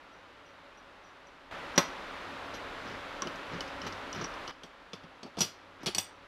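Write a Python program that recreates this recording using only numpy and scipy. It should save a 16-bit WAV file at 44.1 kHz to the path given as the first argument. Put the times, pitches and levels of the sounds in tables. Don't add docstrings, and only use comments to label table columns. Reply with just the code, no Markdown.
import sys
import numpy as np
from scipy import signal
from scipy.fft import rfft, irfft, next_fast_len
from scipy.io import wavfile
from scipy.ndimage import uniform_filter1d

SR = 44100
rng = np.random.default_rng(int(sys.argv[2]) if len(sys.argv) > 2 else 0)


def transcribe(u):
    v = np.clip(np.atleast_2d(u).T, -1, 1)
    q = np.round(v * 32767).astype(np.int16)
    wavfile.write(sys.argv[1], SR, q)


N = 276507
BLOW_TIME_S = np.arange(SR // 2) / SR
NUT_ECHO_DB, SHIMMER_ECHO_DB = -6, -3

# start in seconds, strength in dB, shimmer over strength in dB, thud in dB,
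# chatter in seconds, hardness in Hz, favoured plate mode in Hz, favoured shimmer mode in Hz.
PLATE_KNOCKS = [ (4.634, -49.5, -15, -48.5, 0.0026, 5060, 3270, 9400),
                (4.642, -61, -14.5, -51.5, 0.0014, 4430, 5690, 12310),
                (4.933, -44.5, -31, -42, 0.0023, 3930, 3470, 12740),
                (4.937, -59, -10, -55, 0.0023, 4470, 4478, 9840),
                (5.036, -61, -20, -48.5, 0.0041, 3020, 3270, 9873),
                (5.231, -48.5, -17, -45, 0.0024, 4490, 4478, 8130),
                (5.262, -61, -17, -47.5, 0.0057, 3000, 2660, 12740),
                (5.37, -49, -14, -37.5, .007, 3800, 3470, 8130),
                (5.384, -45, -21, -42, 0.0034, 1500, 2660, 7090),
                (5.388, -41, -5, -41, 0.0057, 6000, 5217, 7090),
                (5.4058, -31.5, -12, -35, 0.0027, 11000, 4600, 7090),
                (5.4071, -35, -6, -32.5, 0.003, 11100, 5070, 12310),
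                (5.414, -28, -15, -44, 0.005, 11000, 4955, 11580),
                (5.43, -36, -14, -43, 0.0026, 7400, 4570, 9400),
                (5.445, -44, -18, -46.5, 0.0028, 7900, 5217, 11580),
                (5.8321, -56, -8, -41, 0.0076, 7000, 5217, 11580),
                (5.8604, -31, -11, -34.5, 0.0069, 5100, 3270, 9400),
                (5.873, -33.5, -27, -34, 0.0098, 3800, 4430, 9873),
                (5.948, -33, -6, -47, 0.0028, 6700, 4515, 8050),
                (5.958, -59, -19, -42.5, 0.0044, 2000, 4478, 8130),
                (5.9824, -29.5, -3.5, -39, 0.0022, 8300, 3470, 8130)]
# start in seconds, ring in dB, nut over bolt in dB, clack over ring
# in dB, glint in dB, chatter in seconds, hardness in Hz, favoured mode in Hz, favoured glint in Hz.
BOLT_KNOCKS = [ (1.759, -44, 10, -1, -77, .005, 5000, 5870, 11380),
               (1.778, -21.5, 25, 1.5, -49, 0.0008, 11100, 5770, 14880),
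               (1.78, -22.5, 27, -3.5, -43, .001, 14000, 5770, 11380),
               (1.787, -45, 6, 9, -52, 0.0023, 14000, 5240, 11380),
               (2.539, -48, -3, 3.5, -65, 0.019, 7000, 5740, 11380),
               (2.875, -52.5, -10, -4, -76, 0.016, 6000, 5240, 14880),
               (3.221, -35, 24, -3.5, -71, 0.0015, 4500, 5750, 14880),
               (3.272, -42.5, -18, -1, -72, 0.0021, 6000, 3060, 11380),
               (3.357, -57, -9, 3, -88, .0012, 14000, 5240, 11380),
               (3.6072, -37.5, -33, -5, -77, 0.0021, 12200, 3070, 14880),
               (3.677, -57, -13, 8.5, -85, .0034, 10000, 5240, 11380),
               (3.817, -43.5, -8, -6, -84, 0.006, 5000, 5240, 11380),
               (3.866, -44.5, -7, 2.5, -65, 0.0084, 11000, 5770, 11380),
               (3.925, -47.5, -24, 1.5, -83, 0.003, 7000, 5240, 11380),
               (4.129, -41.5, 3, -8, -78, 0.0026, 6000, 5940, 11380),
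               (4.148, -45.5, -3, 0.5, -67, 0.014, 4500, 5240, 11380),
               (4.212, -46.5, 11, 6, -73, .0077, 6000, 5700, 11380),
               (4.242, -38.5, 12, -4, -81, 0.011, 3500, 5600, 14880),
               (4.339, -57, -7, -1, -85, .0012, 14000, 5240, 11380),
               (4.477, -43, -10, -3, -76, 0.0048, 5070, 5240, 11380),
               (4.493, -49, -11, -3, -82, 0.0037, 4930, 4750, 14880)]
# start in seconds, level in dB, scrape time in seconds.
THREAD_TWISTS = [(.125, -67, .043), (.455, -65, 0.05), (0.773, -63, 0.015), (1.035, -63, .054),
                 (1.27, -63, 0.0089)]
# centre in seconds, length in seconds, peak level in dB.
FINGER_RUBS = [(2.897, 0.22, -45.5), (3.548, 0.16, -42.5), (3.862, 0.1, -41), (4.197, 0.16, -41.5),
               (5.826, 0.072, -49.5)]
# start in seconds, level in dB, contact time in seconds.
HAND_BUMPS = [(3.253, -35.5, 0.0097), (5.246, -41.5, 0.0048)]

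# frequency in Hz, relative level in dB, T60 in seconds.
PLATE_MODES = [(2660, -9, .08), (2915, -10, .08), (3270, -2.5, .1), (3470, -4, .04), (4064, -9, .09),
               (4478, -3, .17), (4548, -5.5, .15), (4592, -10, .1), (4790, -11, .07), (4955, -6, .12),
               (5070, -8, .11), (5217, -6, .12), (5450, -10, .1), (5690, -7, .11), (5980, -12, .09),
               (6367, -8, .13)]
SHIMMER_MODES = [(7090, -6, .16), (8005, -10, .18), (8120, -1, .035), (8155, -10, .2), (8600, -6, .025),
                 (9400, -5, .06), (9873, -4, .12), (10640, -11, .09), (11580, -2, .07), (12310, -7, .2),
                 (12740, -6, .16), (14270, -6, .15), (15280, -10, .17)]
NUT_MODES = [(5670, -5, .03), (5770, 0, .036), (5870, -5, .034), (6440, -17, .025), (8260, -24, .05)]
BOLT_MODES = [(3000, -2, .035), (4150, -9, .012), (4750, -7, .01), (5240, -4, .018), (9700, -27, .008)]
GLINT_MODES = [(11340, -2, .11), (11420, 0, .13), (14880, 0, .05)]
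FRAME_MODES = [(400, 0, .1), (555, -9, .09), (805, -3, .08), (940, -3, .1), (1085, 0, .12), (1285, -1, .15),
               (1550, -5, .12), (2084, -12, .12), (2400, -11, .1)]
BENCH_MODES = [(74, -6, .12), (100, -1, .14), (135, 0, .11)]

# frequency in Hz, relative gain in dB.
PLATE_SPECTRUM = [(100, -22), (600, -6), (1800, -9), (3000, -2), (4800, -2), (5900, -0.5), (7400, -13),
                  (9500, -14), (12500, -22), (13500, -14), (15500, -58)]
FRAME_SPECTRUM = [(100, -30), (500, -13), (850, 3.5), (1100, 5), (1700, -1.5), (3000, -5), (5200, -4.5),
                  (6300, -3.5), (7300, -19), (10000, -20.5), (15500, -22.5)]
BENCH_SPECTRUM = [(30, -42.5), (70, -23), (105, -13), (160, 1), (300, -0.5), (420, -1), (560, -5.5),
                  (900, -9), (1300, -12.5), (2200, -35), (6000, -61)]
FINGER_SPECTRUM = [(40, -20.5), (130, 5), (250, 5), (500, -0.5), (900, -14), (1700, -4), (3000, -14.5),
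                   (6000, -20.5), (15000, -86)]
FAN_SPECTRUM = [(15, -36.5), (25, -1), (119, -15.5), (178, -7), (209, -11), (274, -7), (445, -6), (552, -3),
                (703, -5.5), (871, -3.5), (1300, -3.5), (3720, -15.5), (8810, -38.5), (11200, -40),
                (15500, -53)]

# frequency in Hz, band gain in dB, T60 in seconds.
ROOM_BANDS = [(152, -11, .25), (491, -18, 0.9), (1311, -3, 0.18), (2890, -7.5, 0.28), (6000, -12, 0.3),
              (8500, -5.5, 0.2), (13940, -4.5, .15)]
# frequency in Hz, width in Hz, base level in dB.
FAN_PEAKS = [(60, 3.06, -79.5), (95.4, 1.1, -74.5), (276.8, 13.24, -69), (563.5, 10, -69),
             (1063, 40.3, -100), (1346, 28, -72.5)]
# frequency in Hz, gain in dB.
FAN_SIDE_SPECTRUM = [(40, -30), (150, -27.5), (1000, -42), (3000, -25.5), (5500, -17), (9000, -10.5),
                     (15000, -8)]


def cover_plate(choke_db_per_db=0.15, full_jolt_hz=8430, jolt_db_per_octave=17.5):
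    body, shimmer, nut = np.zeros((3, N))
    for start_s, db, shimmer_db, thud_db, chatter_s, hardness_hz, favoured_hz, shimmer_hz in PLATE_KNOCKS:
        nut_db = db + 1.5 + jolt_db_per_octave * min(np.log2(hardness_hz / full_jolt_hz), 0)
        ring_db = db - 1.5 - choke_db_per_db * (db + 45)
        force = contact(chatter_s)
        push = soften(force, hardness_hz)
        landing = settling(force, lag_s=0.011, db=-11.5)
        thud = bench_thud(landing, thud_db)
        boom = ring(soften(landing, hardness_hz=250), BENCH_MODES, thud_db - 12)
        clack = damped_burst(landing, PLATE_SPECTRUM, db - 1.5, hardness_hz, t60_s=0.04)
        clink = ring(push, struck_at(PLATE_MODES, favoured_hz), ring_db)
        add(body, start_s, thud + boom + clack + clink)
        shimmer_modes = dulled(struck_at(SHIMMER_MODES, shimmer_hz), hardness_hz)
        add(shimmer, start_s, ring(push, shimmer_modes, db + shimmer_db, pressed_gain=0.65))
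        cushioned_modes = dulled(NUT_MODES, hardness_hz=4000)
        add(nut, start_s, ring(push, cushioned_modes, nut_db))
    room_feed = body + undb(SHIMMER_ECHO_DB) * shimmer + undb(NUT_ECHO_DB) * nut
    return np.array([body + shimmer + nut, room_feed])


def bolt_in_slot():
    body, nut = np.zeros((2, N))
    for (start_s, ring_db, nut_over_bolt_db, clack_over_ring_db, glint_db,
         chatter_s, hardness_hz, favoured_hz, glint_hz) in BOLT_KNOCKS:
        bolt_db = ring_db - 10 * np.log10(1 + undb(nut_over_bolt_db) ** 2)
        clack_db = ring_db + clack_over_ring_db
        force = contact(chatter_s)
        push = soften(force, hardness_hz)
        landing = settling(force, lag_s=0.009, db=-14)
        thud = bench_thud(landing, clack_db - 1)
        clack = damped_burst(landing, FRAME_SPECTRUM, clack_db, hardness_hz, t60_s=0.057)
        frame_ring = ring(push, FRAME_MODES, clack_db - 5)
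        bolt_modes = dulled(struck_at(BOLT_MODES, favoured_hz, boost_db=5.5), hardness_hz)
        add(body, start_s, thud + clack + frame_ring + ring(push, bolt_modes, bolt_db))
        ping = nut_ping(force, favoured_hz, hardness_hz, bolt_db + nut_over_bolt_db)
        add(nut, start_s, ping + glint(force, glint_hz, glint_db))
    return np.array([body + nut, body + undb(NUT_ECHO_DB) * nut])


def thread_twists():
    nut = np.zeros(N)
    for start_s, db, scrape_s in THREAD_TWISTS:
        force = contact(scrape_s)
        ping = nut_ping(force, favoured_hz=5870, hardness_hz=7000, db=db)
        add(nut, start_s, ping + glint(force, favoured_hz=14880, db=db - 26))
    return np.array([nut, undb(NUT_ECHO_DB) * nut])


def nut_ping(force, favoured_hz, hardness_hz, db):
    modes = dulled(struck_at(NUT_MODES, favoured_hz), hardness_hz)
    return ring(soften(force, hardness_hz), modes, db)


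def glint(force, favoured_hz, db):
    return ring(force, struck_at(GLINT_MODES, favoured_hz), db, pressed_gain=0.48)


def bench_thud(force, db, hardness_hz=15000):
    return damped_burst(force, BENCH_SPECTRUM, db, hardness_hz, t60_s=0.044)


def finger_rubs(slips_per_s=4000):
    slips = rng.standard_normal(N) * (rng.random(N) < slips_per_s / SR)
    pressure = np.zeros(N)
    for centre_s, length_s, db in FINGER_RUBS:
        add(pressure, centre_s - length_s / 2, undb(db) * np.hanning(int(length_s * SR)))
    return pressure * level(colour(slips, FINGER_SPECTRUM), 0)


def hand_bumps():
    thuds = np.zeros(N)
    for start_s, db, contact_s in HAND_BUMPS:
        add(thuds, start_s, bench_thud(contact(contact_s), db, hardness_hz=450))
    return thuds


def contact(chatter_s, bounce_gain=0.49, bounces_per_s=2200):
    strengths = bounce_gain * rng.standard_normal(len(BLOW_TIME_S))
    touching = rng.random(len(BLOW_TIME_S)) < bounces_per_s / SR
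    force = strengths * touching * np.exp(-(BLOW_TIME_S / chatter_s) ** 2 / 2)
    force[0] = 1
    return force


def settling(force, lag_s, db):
    flat = np.interp(BLOW_TIME_S - lag_s, BLOW_TIME_S, contact(chatter_s=0.0051), left=0)
    return force + undb(db) * flat * np.linalg.norm(force) / np.linalg.norm(flat)


def soften(x, hardness_hz):
    return signal.sosfilt(signal.butter(2, min(hardness_hz, 0.45 * SR), fs=SR, output="sos"), x)


def struck_at(modes, favoured_hz, boost_db=9, width_hz=90):
    return [(hz, db + boost_db * np.exp(-((hz - favoured_hz) / width_hz) ** 2), t60_s)
            for hz, db, t60_s in modes]


def dulled(modes, hardness_hz):
    return [(hz, db - 10 * np.log10(1 + (hz / hardness_hz) ** 4), t60_s) for hz, db, t60_s in modes]


def ring(force, modes, db, pressed_gain=1.34, pressed_t60_s=0.031, scatter_db=1.5):
    draws = rng.standard_normal((len(modes), 3))
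    ringing = 0
    for (hz, mode_db, t60_s), (share, shift, polarity) in zip(modes, draws):
        hz = hz * (1 + 0.0006 * shift)
        partial = mode(force, hz, t60_s) + pressed_gain * mode(force, hz, min(pressed_t60_s, t60_s))
        ringing = ringing + np.sign(polarity) * blow_level(partial, mode_db + scatter_db * share)
    return blow_level(ringing, db)


def damped_burst(force, spectrum, db, hardness_hz, t60_s, split_hz=7500, treble_t60_s=0.03):
    burst = 0
    for band, band_t60_s in ("lowpass", t60_s), ("highpass", treble_t60_s):
        energy = signal.fftconvolve(force ** 2, fade(band_t60_s) ** 2)[:len(force)]
        noise = np.sqrt(abs(energy)) * rng.standard_normal(len(force))
        burst = burst + signal.sosfilt(signal.butter(6, split_hz, band, fs=SR, output="sos"), noise)
    return blow_level(soften(colour(burst, spectrum), hardness_hz), db)


def workshop_echo(x, build_s=0.0048):
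    size = len(BLOW_TIME_S)
    hz, db, t60_s = np.transpose(ROOM_BANDS)
    noise_spectrum = rfft(rng.standard_normal(size))
    log_hz = np.log(np.maximum(np.fft.rfftfreq(size, 1 / SR), 1))
    response = 0
    for band, band_db, band_t60_s in zip(np.eye(len(hz)), db, t60_s):
        envelope = fade(band_t60_s) * (1 - np.exp(-(BLOW_TIME_S / build_s) ** 2))
        band_noise = irfft(noise_spectrum * np.interp(log_hz, np.log(hz), band), size)
        response = response + undb(band_db) * envelope / np.linalg.norm(envelope) * band_noise
    return signal.fftconvolve(x, response)[:N]


def fan(base_db=-54.4):
    air = level(colour(rng.standard_normal(N), FAN_SPECTRUM), base_db)
    for hz, width_hz, db in FAN_PEAKS:
        t60_s = np.log(1000) / (np.pi * width_hz)
        air = air + level(mode(rng.standard_normal(N), hz, t60_s), db)
    return air


def background_step(noise, step_db=11.5, from_s=1.511, to_s=4.514):
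    time_s = np.arange(N) / SR
    raised = 1.0 * ((time_s > from_s) & (time_s < to_s))
    return noise * undb(step_db * uniform_filter1d(raised, size=200))


def mode(x, hz, t60_s):
    pole = np.exp((2j * np.pi * hz - np.log(1000) / t60_s) / SR)
    return signal.lfilter([1, 0, -1], [1, -2 * pole.real, abs(pole) ** 2], x)


def colour(x, spectrum, size=4096):
    hz, db = np.transpose(spectrum)
    grid_hz = np.maximum(np.fft.rfftfreq(size, 1 / SR), 1)
    cepstrum = irfft(np.log(undb(np.interp(np.log(grid_hz), np.log(hz), db))))
    cepstrum[1:size // 2] *= 2
    cepstrum[size // 2 + 1:] = 0
    return signal.fftconvolve(x, irfft(np.exp(rfft(cepstrum))))[:len(x)]


def fade(t60_s):
    return np.exp(-np.log(1000) * BLOW_TIME_S / t60_s)


def undb(db):
    return 10 ** (np.asarray(db) / 20)


def level(x, db):
    return x * undb(db) / np.std(x)


def blow_level(x, db):
    return x * undb(db) / np.sqrt(np.sum(x ** 2) / (SR / 100))


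def add(track, start_s, x):
    start = int(start_s * SR)
    track[start:start + len(x)] += x[:N - start]


def scene(quadrature_db=-47, capsule_lag_s=2.4e-6):
    air, unrelated_air = background_step(fan()), background_step(fan())
    direct, room_feed = thread_twists() + bolt_in_slot() + cover_plate() + finger_rubs() + hand_bumps()
    steel = direct + workshop_echo(room_feed)
    phase_shift = undb(quadrature_db) * signal.hilbert(steel, next_fast_len(N))[:N].imag
    lag = capsule_lag_s * SR / 2 * np.gradient(steel)
    side = phase_shift - lag + colour(unrelated_air, FAN_SIDE_SPECTRUM)
    return np.array([steel + air + side, steel + air - side])


def record(dry, cutoff_hz=15800):
    return signal.sosfilt(signal.ellip(10, 0.1, 80, cutoff_hz, fs=SR, output="sos"), dry)


dry = scene()
out = record(dry)
transcribe(out)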